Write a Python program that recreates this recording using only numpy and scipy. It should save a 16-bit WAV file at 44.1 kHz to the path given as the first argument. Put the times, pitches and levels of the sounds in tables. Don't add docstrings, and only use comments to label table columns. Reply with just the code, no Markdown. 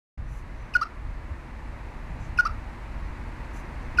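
import sys
import numpy as np
from scipy import signal
from scipy.fft import rfft, irfft
from scipy.io import wavfile
from scipy.ndimage import uniform_filter1d

SR = 44100
rng = np.random.default_rng(int(sys.argv[2]) if len(sys.argv) > 2 else 0)


def digitize_waveform(pressure):
    field = np.atleast_2d(pressure).T
    bounded = np.clip(field, -1, 1)
    quanta = np.round(bounded * 32767).astype(np.int16)
    wavfile.write(sys.argv[1], SR, quanta)


N = 176400
T = np.arange(N) / SR
CUTOFF_HZ = 13900


def from_db(db):
    return 10 ** (np.asarray(db) / 20)


def curve(rows, at):
    return np.interp(at, *np.transpose(rows))


def gain_at(spectrum, hz):
    freqs, db = np.transpose(spectrum)
    return from_db(np.interp(np.log(hz + 1), np.log(freqs), db))


def noise(spectrum, size):
    hz = np.arange(size // 2 + 1) * SR / size
    coloured = irfft(rfft(rng.standard_normal(size)) * gain_at(spectrum, hz), size)
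    return coloured / coloured.std()


def wobble(rate_hz, t):
    return np.interp(t * rate_hz, np.arange(4096), rng.standard_normal(4096))


def add(out, start_s, sound):
    i = int(start_s * SR)
    if i < len(out):
        out[i:i + len(sound)] += sound[:len(out) - i]


def gate(t, length_s, attack_s, release_s):
    fade_in = np.sin(np.pi / 2 * np.clip(t / attack_s, 0, 1)) ** 2
    fade_out = np.sin(np.pi / 2 * np.clip((length_s - t) / release_s, 0, 1)) ** 2
    return fade_in * fade_out


def swell(middle_s, length_s):
    return np.cos(np.pi * np.clip((T - middle_s) / length_s, -.5, .5))


def room_noise():
    # (frequency [Hz], level [dB])
    air_spectrum = [(100, 3), (160, 1.5), (200, -3), (245, 3), (290, 0), (340, 0), (410, -7.5), (580, -4),
                    (720, -6), (930, -2.5), (1350, -8.5), (1950, -7.5), (2600, -14.5), (3200, -24.5),
                    (4200, -24.5), (5200, -30), (7000, -32.5), (9500, -37), (12000, -41.5), (13800, -46)]
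    # (time [s], level [dB])
    air_level = [(.17, -49), (.6, -45.5), (.9, -46.5), (1.3, -45.5), (2.2, -43.5), (3.0, -43), (4, -41.5)]
    hum_hz = 228 + 3 * wobble(12, T)
    hum = from_db(-58) * np.sqrt(2) * np.sin(2 * np.pi * np.cumsum(hum_hz) / SR)
    level = from_db(curve(air_level, T))
    return level * noise(air_spectrum, N) + hum * level / level.mean()


def handling():
    # (frequency [Hz], level [dB])
    rumble_spectrum = [(12, -13), (22, -6.5), (38, 3), (55, 0.5), (80, -9), (120, -13), (180, -21.5),
                       (300, -42), (1200, -100)]
    # (time [s], level [dB])
    rumble_level = [(.18, -33), (.35, -34.5), (.45, -38), (.72, -38), (.9, -45), (1.06, -31.5), (1.22, -36),
                    (1.45, -40.5), (1.73, -35), (1.87, -39.5), (2.2, -34), (2.65, -35), (2.78, -40),
                    (2.95, -33), (3.2, -36), (3.7, -37), (3.95, -33)]
    # (time [s], level [dB], pitch [Hz])
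    bumps = [(0.191, -23, 62), (0.309, -31, 127), (1.305, -20.5, 67.5), (2.09, -32.5, 157),
             (2.498, -19.5, 51), (3.011, -24.5, 48)]
    rumble = noise(rumble_spectrum, N)
    running_rms = np.sqrt(uniform_filter1d(rumble ** 2, size=6000))
    out = rumble / running_rms * from_db(curve(rumble_level, T))
    t = T[:SR // 10]
    envelope = gate(t, length_s=.039, attack_s=.019, release_s=.029)
    for start_s, db, hz in bumps:
        add(out, start_s, -from_db(db) * np.sin(2 * np.pi * hz * t) * envelope)
    return out


def whistles():
    # (middle [s], length [s], level [dB])
    swells = [(0.34, .19, -74), (0.63, .22, -73.5), (2.23, .11, -74), (3.06, .09, -73), (3.575, .13, -71),
              (3.84, .08, -71.5)]
    centre_hz, half_width_hz = 6000, 120
    edges_hz = [centre_hz - half_width_hz, centre_hz + half_width_hz]
    band = signal.butter(2, edges_hz, "band", fs=SR, output="sos")
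    air = signal.sosfilt(band, rng.standard_normal(N))
    level = sum(from_db(db) * swell(middle_s, length_s) for middle_s, length_s, db in swells)
    return air / air.std() * level


def rustles():
    # (middle [s], length [s], level [dB], share of bright hiss [0-1])
    swells = [(0.35, 0.19, -66.5, 0.33), (2.242, 0.12, -64.5, 0), (3.575, 0.11, -61, 0.3)]
    # (frequency [Hz], level [dB])
    body_spectrum = [(2500, -45), (4500, -16), (5600, -7), (6050, 1), (6500, -3), (7200, -3), (8500, -12),
                     (13000, -26)]
    # (frequency [Hz], level [dB])
    hiss_spectrum = [(2500, -45), (5000, -12), (7500, -7), (9800, 4), (11800, 3.5), (14000, -10)]
    body, hiss = noise(body_spectrum, N), noise(hiss_spectrum, N)
    out = np.zeros(N)
    for middle_s, length_s, db, bright in swells:
        blend = np.sqrt(1 - bright) * body + np.sqrt(bright) * hiss
        out += from_db(db) * swell(middle_s, length_s) * blend
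    flicker_db = 1.2 * wobble(120, T)
    return out * from_db(flicker_db)


def room_reverb(sound):
    # (delay [s], level [dB])
    echoes = [(.0125, -21), (.0235, -29), (.038, -19.5)]
    t60_s, build_s, tail_db, lowpass_hz = .32, .014, -18, 7500
    t = T[:SR // 2]
    tail = rng.standard_normal(len(t)) * from_db(-60 * t / t60_s) * np.clip(t / build_s, 0, 1)
    response = from_db(tail_db) * tail / np.sqrt(np.sum(tail ** 2))
    for delay_s, db in echoes:
        add(response, delay_s, from_db([db]))
    lowpass = signal.butter(1, lowpass_hz, fs=SR, output="sos")
    return signal.sosfilt(lowpass, signal.fftconvolve(sound, response)[:N])


def note(pitch, ratio, length_s, attack_s, release_s, tone_db, sag_db,
         overtone_db, half_db, rasp_db, treble_db, swell_db, jitter):
    # (frequency [Hz], level [dB])
    mouth = [(1000, -4), (2200, -19), (2800, -4), (3150, -2), (3650, -28), (4100, -2), (4750, 6),
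             (5300, -3.5), (5800, -5), (6400, -8), (7100, -43), (7800, -18), (9000, -18), (10300, -19.5),
             (13000, -33)]
    # (frequency [Hz], level [dB])
    rasp_spectrum = [(300, -24), (900, -4), (1800, 12), (2700, 3), (3400, -7), (4400, 1), (6000, -1),
                     (7200, -15), (8800, -9), (10800, -8), (13500, -20)]
    flutter_db, wander_rad, treble_hz = 3.5, .8, 7000
    t = np.arange(2048) / SR
    progress = np.clip(t / length_s, 0, 1)
    hz = ratio * curve(pitch, progress)
    phase = 2 * np.pi * np.cumsum(hz * (1 + jitter * wobble(1566, t))) / SR

    def partial(k):
        flutter = from_db(flutter_db * wobble(165, t))
        wander = 2 * np.pi * rng.random() + wander_rad * wobble(160, t)
        shelf = from_db(treble_db * (k * hz > treble_hz))
        colour = shelf * gain_at(mouth, k * hz) * (k * hz < CUTOFF_HZ)
        return flutter * colour * np.sin(k * phase + wander)

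    tone = from_db(tone_db - sag_db * progress) * np.sin(phase) * gate(t, length_s, attack_s, release_s)
    overtones = sum(partial(k) for k in range(2, 10))
    halves = sum(partial(k + .5) for k in range(1, 8))
    rasp = noise(rasp_spectrum, len(t)) * (1 + .5 * np.sin(phase))
    edge = from_db(overtone_db) * overtones + from_db(half_db) * halves + from_db(rasp_db) * rasp
    effort = gate(t, length_s, attack_s=.0035, release_s=.003) * from_db(swell_db * (progress - .5))
    return tone + edge * effort


def chipmunk():
    # (pip start [s], level [dB], pip length [s], pitch ratio [x],
    # squeak lead [s], after-note delay [s])
    chirps = [(0.7502, 0, .0218, 1.008, .0146, .0602), (2.3858, 0, .0265, .998, .0120, .0635),
              (3.9838, 0, .025, 1.0, .0118, .063)]
    # (progress [0-1], base pitch [Hz])
    squeak_pitch = [(0, 3100), (.35, 2590), (.65, 2470), (1, 2330)]
    # (progress [0-1], base pitch [Hz])
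    pip_pitch = [(0, 1475), (.25, 1442), (.6, 1436), (1, 1480)]
    # (progress [0-1], base pitch [Hz])
    after_pitch = [(0, 1100), (.25, 1185), (.55, 1335), (.75, 1375), (1, 1335)]
    out = np.zeros(N)
    for start_s, db, pip_s, ratio, lead_s, delay_s in chirps:
        squeak = note(squeak_pitch, ratio, length_s=.016, attack_s=.005, release_s=.005,
                      tone_db=-33, sag_db=0, overtone_db=-45, half_db=-66, rasp_db=-50,
                      treble_db=1.5, swell_db=-5, jitter=.008)
        pip = note(pip_pitch, ratio, length_s=pip_s, attack_s=.005, release_s=.0085,
                   tone_db=-11, sag_db=1, overtone_db=-42, half_db=-44, rasp_db=-43,
                   treble_db=-2, swell_db=2, jitter=.009)
        after = note(after_pitch, ratio, length_s=.029, attack_s=.013, release_s=.006,
                     tone_db=-11, sag_db=17, overtone_db=-40.5, half_db=-54.5, rasp_db=-48,
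                     treble_db=-11, swell_db=1.5, jitter=.007)
        add(out, start_s - lead_s, from_db(db) * squeak)
        add(out, start_s, from_db(db) * pip)
        add(out, start_s + delay_s, from_db(db) * after)
    return out


def scene():
    calls = chipmunk()
    return (calls + room_reverb(calls) + room_noise() + handling() + rustles() + whistles())[None]


def record(dry):
    start_s, fade_s = .1744, .0038
    fade_in = np.clip((T - start_s) / fade_s, 0, 1)
    lowpass = signal.ellip(10, .1, 80, CUTOFF_HZ, fs=SR, output="sos")
    return signal.sosfilt(lowpass, dry * fade_in)


dry = scene()
out = record(dry)
digitize_waveform(out)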